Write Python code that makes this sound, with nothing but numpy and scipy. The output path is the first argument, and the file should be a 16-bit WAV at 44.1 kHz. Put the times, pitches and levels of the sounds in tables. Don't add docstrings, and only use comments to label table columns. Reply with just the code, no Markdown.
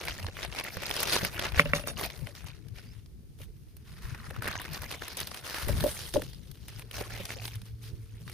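import sys
import numpy as np
from scipy import signal
from scipy.fft import rfft, irfft, next_fast_len
from scipy.io import wavfile

SR = 44100
rng = np.random.default_rng(int(sys.argv[2]) if len(sys.argv) > 2 else 0)


def log_audio(samples):
    frames = np.atleast_2d(samples).T
    limited = np.clip(frames, -1, 1)
    pcm = np.round(limited * 32767).astype(np.int16)
    wavfile.write(sys.argv[1], SR, pcm)


N = 367353

# time in seconds; body (under 900 Hz), hollow (to 1.9 kHz), edge
# (3-7.6 kHz) and sheen (above), each in dB re 1.9-3 kHz; smooth rubbing in dB re the creases.
FILM_COLOUR = [(0, 0.5, -2, -2, -9.5, -2), (.7, 0.5, -2, -4.5, -14.5, -4), (1.13, 3, 0.5, 3, -4.5, 2.5),
               (1.4, 0.5, 1, -4, -14.5, 0), (2.1, 7.5, 1, 1, -4.5, 1), (2.6, -9, -4, -3, -12.5, 0.5),
               (3.4, -6, -2, 3.5, 2, 2.5), (4, -10, 4, -1, -7.5, 6.5), (4.4, -3, 5.5, -4, -12.5, -0.5),
               (5.3, 2.5, -1, 2.5, -5, 1), (5.58, -0.5, 7, 1, -4.5, 5.5), (5.9, 4, 3.5, 5, 3, 5),
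               (6.3, -5, 3, 12.5, 4.5, 3), (6.9, 1.5, 1.5, -0.5, -5.5, 3),
               (7.4, -2.5, -7.5, -2.5, -7.5, -1), (7.85, -6.5, 2.5, 4.5, -1.5, 8),
               (8.33, -13.5, -2.5, 1, -2.5, -1.5)]
# frequency in Hz, correlation.
FILM_CORRELATION = [(300, 0.45), (600, 0.24), (1500, 0.46), (4000, 0.42), (12000, .1)]
CREASES_PER_S, CREASE_CYCLES, CREASE_TAIL_S = 200, 7.35, .012
SHEEN_HZ, EVEN_RUB_DB = 7600, 9
def film():
    *colour, rub_db = in_time(FILM_COLOUR)
    clumps = amp(3 * drift(18))
    born = np.flatnonzero(rng.random(N) < CREASES_PER_S * clumps / SR)
    size_db = 3.5 * np.minimum(rng.exponential(1, len(born)), 3.5)
    facing = rng.choice([-1, 1], N)
    uneven = np.clip(1 - rub_db / EVEN_RUB_DB, .3, 1)
    slide = amp(rub_db + 2 * uneven * drift(7.8))
    balance = np.sqrt(2 / (1 + amp(2 * rub_db)))
    crackle = snaps = 0
    for hz, noise in bands(243.3, count=12, correlation=FILM_CORRELATION):
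        t60 = CREASE_CYCLES / hz + CREASE_TAIL_S
        creases = np.full(N, 1e-18)
        tint_db = 3.5 * np.clip(rng.standard_normal(len(born)), -2, 1.5)
        creases[born] = amp(size_db + tint_db)
        bursts = rms_one(decay(creases, t60))
        rubbing = slide * amp(4.5 * uneven * drift(12.3) + 2.5 * (hz > SHEEN_HZ))
        tick = rms_one(mode(creases * facing, hz, t60=6 / hz))
        ticks = amp(-5) * np.std(noise) * np.array([tick, np.roll(tick, rng.integers(-3, 4))])
        crackle += amp(film_db(hz, *colour)) * balance * ((bursts + rubbing) * noise + ticks)
        snaps += snap_envelope(hz, t60) * noise / np.std(noise)
    ringing = amp(-4 - np.maximum(rub_db, 0)) * pings(clumps, colour)
    return handling() * (rms_one(crackle) + ringing) + snaps + snap_clicks()


# frequency in Hz, relative spectral density in dB.
FILM_SPECTRUM = [(180, -37.5), (300, -14.5), (348, -3.5), (645, -0.5), (814, -5.5), (1230, -4.5),
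                 (2140, -0.5), (3700, -4.5), (4830, -3), (7320, -8.5), (10400, 1), (13100, -5.5),
                 (16000, -32.5)]
def film_db(hz, body_db, hollow_db, edge_db, sheen_db):
    region = np.searchsorted([900, 1900, 3000, SHEEN_HZ], hz, side="right")
    return at_hz(FILM_SPECTRUM, hz) + (body_db, hollow_db, 0, edge_db, sheen_db)[region]


# start in seconds, length in seconds, opening level in dB,
# swell over the length in dB.
FILM_SQUEEZES = [(0, 0.2, -36.5, -4.5), (0.202, 0.067, -48, 3), (0.363, 0.082, -47.5, 14),
                 (0.513, 0.087, -44.5, 12), (0.638, 0.12, -37.5, -2.5), (0.821, 0.071, -36.5, -2.5),
                 (0.9, 0.044, -43, -10), (0.955, 0.21, -35, 5.5), (1.143, .13, -36, 0.5),
                 (1.33, 0.14, -39.5, 6.5), (1.542, 0.059, -50, 24), (1.646, 0.053, -41, -0.5),
                 (1.75, 0.054, -30, -12.5), (1.878, 0.041, -37.5, -10.5), (1.975, 0.075, -37.5, 1.5),
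                 (2.094, 0.22, -53.5, 0), (2.349, 0.099, -48.5, -4.5), (2.471, 0.097, -46.5, -13.5),
                 (2.758, 0.045, -52, -1.5), (2.835, 0.16, -56.5, -7.5), (3.386, 0.05, -60.5, 10),
                 (3.858, 0.13, -55.5, 4.5), (4.022, 0.37, -47.5, -2.5), (4.436, 0.2, -35.5, -4.5),
                 (4.624, .15, -52.5, 12.5), (4.82, 0.037, -44.5, -0.5), (4.904, 0.075, -37.5, -12),
                 (5.022, 0.11, -42.5, -1.5), (5.177, 0.05, -39.5, -1.5), (5.273, 0.098, -52, 8.5),
                 (5.444, 0.18, -41.5, 5), (5.69, 0.06, -40, -5), (5.767, 0.15, -39, -1.5),
                 (5.95, 0.16, -42.5, -9), (6.147, 0.062, -39.5, -19), (6.22, 0.15, -55.5, -15),
                 (6.682, 0.13, -52, -1.5), (6.946, 0.075, -36.5, -1), (7.052, 0.011, -45, 3.5),
                 (7.101, 0.11, -43.5, 2.5), (7.251, 0.018, -45, -27), (7.3, 0.024, -42, 2),
                 (7.398, 0.088, -40.5, -4), (7.492, 0.067, -49.5, 1.5), (7.657, 0.043, -54, -2),
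                 (7.83, 0.06, -51, -2), (8.288, 0.078, -46, -8)]
# time in seconds, level in dB.
FILM_HELD = [(0, -55.5), (1.2, -41), (1.9, -62), (2.6, -63.5), (3.15, -79), (3.8, -67.5), (4.5, -60.5),
             (5.7, -48), (6.3, -68.5), (6.85, -62.5), (7.3, -46), (7.75, -68.5), (8.33, -60)]
ATTACK_DB_PER_S, RELEASE_DB_PER_S = 895, 505.5
def handling():
    t, (held_db,) = np.arange(N) / SR, in_time(FILM_HELD)
    power = amp(2 * held_db)
    for start, length, start_db, swell_db in FILM_SQUEEZES:
        attack_db = np.minimum(0, ATTACK_DB_PER_S * (t - start))
        edges_db = attack_db - np.maximum(0, RELEASE_DB_PER_S * (t - start - length))
        near = edges_db > -50
        progress = np.clip((t[near] - start) / length, 0, 1)
        power[near] += amp(2 * (start_db + swell_db * progress + edges_db[near]))
    return np.sqrt(power)


# time in seconds, peak level in dB, centre frequency in Hz,
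# sheen in dB re the peak.
CREASE_SNAPS = [(0.0528, -30, 3190, -3), (0.0836, -16, 2700, -22), (0.201, -35, 1900, -12),
                (0.2454, -30.5, 930, -19), (0.267, -23, 4240, -31), (0.2854, -30, 1660, -21),
                (0.369, -28, 2900, -19), (0.39, -31, 1100, -27), (0.43, -21.5, 3800, -26),
                (0.526, -27, 2760, -37), (0.55, -29, 3800, -13), (0.5883, -18.5, 3760, -33),
                (0.596, -31, 2200, -27), (0.641, -39.5, 2230, 9), (0.77, -23.5, 1720, -14),
                (.82, -34, 1750, -11), (0.865, -24, 5200, -6), (0.895, -29, 2400, -5),
                (0.9045, -23.5, 870, -8), (0.9119, -15.5, 3280, -21), (0.94, -22.5, 4500, -11),
                (0.9669, -25.5, 1110, -10), (1.004, -21, 3160, -2), (1.0305, -19, 1970, 0),
                (1.134, -14, 4740, -17), (1.164, -18, 930, -30), (1.2493, -13.5, 2080, -12.5),
                (1.3946, -14.5, 3300, -19), (1.453, -21, 2130, -31), (1.5213, -27.5, 2570, -13),
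                (1.5462, -25, 2030, -31), (1.5612, -23.5, 2600, -26), (1.874, -25.5, 1210, -3),
                (2.012, -22.5, 1090, -9), (2.0606, -40, 2410, 7), (2.102, -27.5, 2840, -19),
                (2.163, -38, 4180, -29), (2.271, -28, 2150, -16), (2.443, -40.5, 1130, -7),
                (2.485, -33, 2750, -18), (2.685, -41, 5200, -12), (2.785, -35.5, 2714, -26),
                (3.061, -43.5, 5040, -16), (3.4351, -52, 2203, -6), (3.7684, -42, 5400, -0.5),
                (4.148, -28.5, 1730, -21), (4.2523, -46, 1480, -24), (4.3078, -29.5, 1630, -15),
                (4.364, -30.5, 1400, -20), (4.423, -23, 1450, -11.5), (4.456, -28, 1540, -31),
                (4.4778, -24, 1350, -8), (4.514, -26, 1710, -12), (4.555, -24.5, 1610, -32),
                (4.6172, -32, 1450, -3), (4.652, -26.5, 2160, -16), (4.734, -40, 1530, 7.5),
                (4.82, -36, 2470, -1), (4.9141, -26, 2570, -6), (5.021, -24.5, 1490, -31),
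                (5.082, -28.5, 2280, -5), (5.171, -29, 5000, 1), (5.2032, -22.5, 5560, -4),
                (5.2724, -25, 4800, -6.5), (5.3159, -32.5, 1150, -26), (5.345, -27.5, 3250, -9),
                (5.684, -26.5, 2300, -1), (5.84, -25.5, 4190, -4), (6.1397, -19.5, 3430, -12),
                (6.2203, -28.5, 1750, -8), (6.334, -35.5, 4510, -13), (6.515, -35, 4900, -6),
                (6.684, -36, 2720, -1), (6.7954, -34, 2510, -3), (6.822, -35.5, 2330, -31),
                (6.9128, -29.5, 3160, -9.5), (6.967, -33, 4770, -19), (7.255, -21, 5950, -12),
                (7.293, -29, 2320, -29), (7.305, -23, 2260, -22), (7.4541, -23, 4200, -12),
                (7.48, -27, 3150, -16), (7.556, -40.5, 3350, 3.5), (7.618, -37, 4064, -9),
                (8.2787, -33.5, 1910, -17.5)]
SNAP_LEAD_S, SNAP_CYCLES, SNAP_RING_CYCLES = .0018, 5, 26
def snap_envelope(hz, t60):
    s, peak_db, centre_hz, sheen_db = np.transpose(CREASE_SNAPS)
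    colour_db = sheen_db + 10 if hz > SHEEN_HZ else -6 * np.abs(np.log2(hz / centre_hz))
    impulses = np.full(N, 1e-18)
    impulses[np.round(s * SR).astype(int)] = amp(peak_db + colour_db - 15.5)
    impulses[np.round((s - SNAP_LEAD_S) * SR).astype(int)] = amp(peak_db + colour_db - 19)
    return decay(impulses, t60)


def snap_clicks():
    out, t = np.zeros((2, N + 1400)), np.arange(1300) / SR
    lags = rng.integers(0, 5, (len(CREASE_SNAPS), 2))
    for (s, peak_db, hz, _), lag in zip(CREASE_SNAPS, lags):
        dying = amp(-60 * t * hz / SNAP_CYCLES) + amp(-10 - 60 * t * hz / SNAP_RING_CYCLES)
        click = amp(peak_db - 2) * dying * np.sin(2 * np.pi * hz * t)
        for port in range(2):
            at = round(s * SR) + lag[port]
            out[port, at:at + len(t)] += click
    return out[:, :N]


PINGS_PER_S, PING_CYCLES, PATCHES = 200, 30, 30
def pings(clumps, colour):
    born = np.flatnonzero(rng.random(N) < PINGS_PER_S * clumps / SR)
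    sizes = amp(3.2 * np.minimum(rng.exponential(1, len(born)), 3)) * rng.choice([-1, 1], len(born))
    patch, out = rng.integers(0, PATCHES, len(born)), np.zeros((2, N))
    for k, hz in enumerate(np.geomspace(700, 7000, PATCHES) * rng.uniform(.96, 1.04, PATCHES)):
        clicks = np.zeros(N)
        clicks[born[patch == k]] = sizes[patch == k]
        ring = rms_one(mode(clicks, hz, PING_CYCLES / hz)) * amp(film_db(hz, *colour)) * np.sqrt(hz)
        out += [ring, np.roll(ring, rng.integers(-6, 7))]
    return rms_one(out)


# time in seconds, contact level in dB, then the ring of the
# block and of the blade in dB re the contact.
KNIFE_IMPACTS = [(1.584, -38, 0, 14), (1.595, -2.5, -3, -15), (1.657, -32, 17, -8), (1.734, -10.5, 2, -14),
                 (1.748, -29, 6, 7), (1.76, -32, 12, 15), (1.795, -41, 19, 9), (1.838, -38, 13, 0),
                 (1.871, -40, 12, 12), (1.881, -40, 14, 23), (1.899, -45, 19, 21)]
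# frequency in Hz, level in dB, t60 in seconds.
BLOCK_MODES = [(158, -18, .13), (262, -21, .09), (450, -23, .06), (581, -13, .075), (1110, -9, .024),
               (1385, -4.5, .014), (1940, -1, .015), (2260, -4, .018), (2735, -12, .035), (3350, -16, .012)]
BLADE_MODES = [(3655, -20, .08), (4800, -23, .11), (5790, -19, .07), (6770, -21, .06), (8436, -27, .06),
               (9938, -21, .45), (11100, -26, .11)]
BLADE_AIRBORNE = [(1.575, 1.654), (1.73, 1.832), (1.868, 1.92)]
CONTACT_CUT_HZ, BLADE_DAMP_DB_PER_S = 4200, 700
def knife():
    s, contact_db, block_db, blade_db = np.transpose(KNIFE_IMPACTS)
    rings_on = np.transpose(BLOCK_MODES)[2] > .025
    block = struck(s, contact_db[:, None] + block_db[:, None] * rings_on, BLOCK_MODES, scatter_db=1.5)
    dulling = signal.butter(2, CONTACT_CUT_HZ, fs=SR, output="sos")
    blow_db = np.outer(contact_db + blade_db, np.ones(len(BLADE_MODES)))
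    blade = struck(s, blow_db, BLADE_MODES, scatter_db=2.5)
    t = np.arange(N) / SR
    since_landing = [np.where(t < start, 1, np.maximum(0, t - end)) for start, end in BLADE_AIRBORNE]
    damping = amp(-BLADE_DAMP_DB_PER_S * np.min(since_landing, axis=0))
    left, right = signal.sosfilt(dulling, block) + blade * damping
    return np.array([np.roll(left, 6), right])


# time in seconds, level in dB, deep thump
# in dB re that level, centre frequency in Hz.
SOFT_IMPACTS = [(0.281, -26.5, -6, 560), (0.767, -25, -5, 550), (0.821, -27.5, -28, 526),
                (1.158, -29, -33, 700), (1.227, -23, 5, 393), (1.39, -31.5, 5, 500),
                (2.217, -31.5, -17, 450), (2.271, -26, -24, 800), (2.285, -33, -21, 600),
                (3.4, -30.5, -20, 370), (4.305, -28, -13, 450), (4.456, -25.5, -1, 450),
                (5.67, -23, 5.5, 350), (5.69, -14.5, -8, 536), (5.768, -31, 10, 450),
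                (5.84, -9.5, -32, 545), (5.86, -12.5, -24, 560), (5.88, -21, -22, 560),
                (6.141, -13, -8, 400), (6.159, -8, -12, 584), (6.174, -14, -5.5, 300),
                (6.194, -21, -16, 560), (6.222, -23, -12, 360), (7.008, -16, -14.5, 540),
                (7.198, -24, -1.5, 516), (7.363, -27, -25, 502.5)]
# frequency in Hz, level in dB, t60 in seconds.
TRAY_MODES = [(88.6, 0, 0.14), (184.7, -6, 0.1), (286, -2.5, 0.034), (370, -4.5, 0.042), (450, -1.5, 0.021),
              (520, -3.5, 0.043), (588, -4.5, 0.055), (662, -5.5, 0.015), (806, -4.5, 0.013),
              (1100, -6, 0.01), (1630, -11, 0.015)]
OFF_CENTRE_DB_PER_OCTAVE = 12
def bumps():
    s, level_db, thump_db, centre_hz = np.transpose(SOFT_IMPACTS)
    hz = np.transpose(TRAY_MODES)[0]
    off_centre_db = -OFF_CENTRE_DB_PER_OCTAVE * np.abs(np.log2(hz / centre_hz[:, None]))
    blow_db = level_db[:, None] - 8 + np.where(hz < 250, thump_db[:, None] - 1.5, off_centre_db)
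    later = np.cumsum(rng.uniform(0.00212, 0.008, (len(s), 2)), axis=1)
    times = np.r_[s, s + later[:, 0], s + later[:, 1]]
    return struck(times, np.r_[blow_db, blow_db - 8, blow_db - 12], TRAY_MODES, scatter_db=5)


# time in seconds, level in dB, left over right in dB.
RUMBLE_LEVELS = [(0, -50, 13), (.24, -41, -1), (.44, -53, 25.5), (1.1, -54, 21), (1.2, -44, 3),
                 (1.67, -38, 1), (1.9, -46, 20), (2.25, -49.5, 20), (3.05, -47.5, 2.5), (3.6, -50, 0),
                 (4.3, -41, 3.5), (5.2, -47.5, 6), (5.55, -54, 15.5), (5.72, -31.5, 5.5), (5.95, -41, 2),
                 (6.22, -41, 6), (6.45, -48.5, 14), (6.85, -45, 0), (8.33, -46.5, 0.5)]
# frequency in Hz, relative spectral density in dB.
RUMBLE_SPECTRUM = [(20, -33.5), (49, 4.5), (128, 1.5), (295, -23.5), (358, -17.5), (475, -26), (560, -46),
                   (910, -61), (1540, -120)]
def rumble():
    level_db, pan_db = in_time(RUMBLE_LEVELS)
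    lumps_db = 2.9 * np.array([drift(24), drift(23)])
    noise = sum(amp(at_hz(RUMBLE_SPECTRUM, hz) + lumps_db + 4.5 * drift(11.9)) * band
                for hz, band in bands(20, count=10, correlation=[(40, 0.063), (600, 1.0)]))
    return amp(level_db) * rms_one(noise) * amp([pan_db / 2, -pan_db / 2])


# time in seconds, pitch in Hz, level in dB.
HUM_CURVE = [(6.4, 108.6, -77), (6.8, 110, -49), (7.5, 110.4, -46.5), (8.05, 112.7, -47),
             (8.33, 112.9, -55)]
def hum():
    fundamental = tone(HUM_CURVE, waver=0.032) * amp(5.1 * drift(7.6))
    fourth = amp(-24 + 2.6 * drift(1.6)) * tone(HUM_CURVE, waver=0.016, multiple=4)
    return fundamental + fourth


# time in seconds, pitch in Hz, level in dB.
CHIRP_CURVE = [(2.83, 4400, -93), (2.86, 4530, -66), (2.9, 4930, -68), (2.925, 5300, -70),
               (2.94, 5280, -90)]
def bird():
    return tone(CHIRP_CURVE, waver=0.0046) * amp(5.2 * drift(62))


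# frequency in Hz, relative spectral density in dB.
AIR_SPECTRUM = [(250, -14), (400, -19), (600, -38.5), (1000, -36.5), (6000, -35.5), (9000, -35),
                (16000, -39.5)]
AIR_DB = -62
def air():
    size = next_fast_len(N)
    hz = np.maximum(np.fft.rfftfreq(size, 1 / SR), 20)
    white = rfft(rng.standard_normal((2, size)))
    noise = irfft(white * amp(at_hz(AIR_SPECTRUM, hz)), size)[:, :N]
    return amp(AIR_DB + 0.7 * drift(6.27)) * rms_one(noise)


def tone(rows, waver, multiple=1):
    hz, db = in_time(rows)
    sounding = (np.arange(N) > rows[0][0] * SR) & (np.arange(N) < rows[-1][0] * SR)
    phase = 2 * np.pi * multiple * np.cumsum(hz * (1 + waver * drift(8.7))) / SR
    return sounding * np.sqrt(2) * amp(db) * np.sin(phase)


def struck(times, blow_db, modes, scatter_db):
    at, out = np.round(np.array(times) * SR).astype(int), np.zeros((2, N))
    scatter = scatter_db * rng.standard_normal((len(at), len(modes), 2))
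    for k, (hz, level_db, t60) in enumerate(modes):
        clicks = np.zeros((2, N))
        clicks[:, at] = amp((blow_db[:, k, None] + level_db + scatter[:, k]).T)
        out += mode(clicks, hz, t60) * (-1) ** k
    return out


def mode(clicks, hz, t60):
    r, w = amp(-60 / (t60 * SR)), 2 * np.pi * hz / SR
    return signal.lfilter([0, np.sin(w)], [1, -2 * r * np.cos(w), r * r], clicks + 1e-18)


def decay(impulses, t60):
    return signal.lfilter([1], [1, -amp(-60 / (t60 * SR))], impulses)


def bands(low_hz, count, correlation):
    white = rng.standard_normal((2, 2, N))
    for k in range(count):
        low, high = low_hz * 2 ** (k / 2), min(low_hz * 2 ** (k / 2 + .5), .45 * SR)
        centre = np.sqrt(low * high)
        bandpass = signal.butter(2, [low, high], "band", fs=SR, output="sos")
        mid, side = signal.sosfilt(bandpass, white[k % 2])
        alike = np.clip(at_hz(correlation, centre), -1, 1)
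        yield centre, np.sqrt(1 + alike) * mid + np.sqrt(1 - alike) * side * [[1], [-1]]


def drift(rate_hz):
    r = np.exp(-80 * np.pi * rate_hz / SR)
    slow = signal.lfilter([1], [1, -2 * r, r * r], rng.standard_normal(N // 40 + 2002))[2000:]
    return np.interp(np.arange(N) / 40, np.arange(len(slow)), rms_one(slow))


def in_time(rows):
    s, *columns = np.transpose(rows)
    return [np.interp(np.arange(N) / SR, s, c) for c in columns]


def at_hz(points, hz):
    knots_hz, values = np.transpose(points)
    return np.interp(np.log(hz), np.log(knots_hz), values)


def amp(db):
    return 10 ** (np.asarray(db) / 20)


def rms_one(x):
    return x / np.sqrt(np.mean(x ** 2) + 1e-20)


def scene():
    return hum() + film() + knife() + bumps() + rumble() + air() + bird()


DIP_HZ, DIP_WIDTH_HZ, DIP_DEPTH, STOPBAND_HZ = 7540, 2000, 0.6, 16400
def record(dry):
    dip_band = signal.lfilter(*signal.iirpeak(DIP_HZ, DIP_HZ / DIP_WIDTH_HZ, fs=SR), dry)
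    clipped = np.clip(dry - DIP_DEPTH * dip_band, -1, 1)
    return signal.sosfilt(signal.cheby2(14, 80, STOPBAND_HZ, fs=SR, output="sos"), clipped)


dry = scene()
out = record(dry)
log_audio(out)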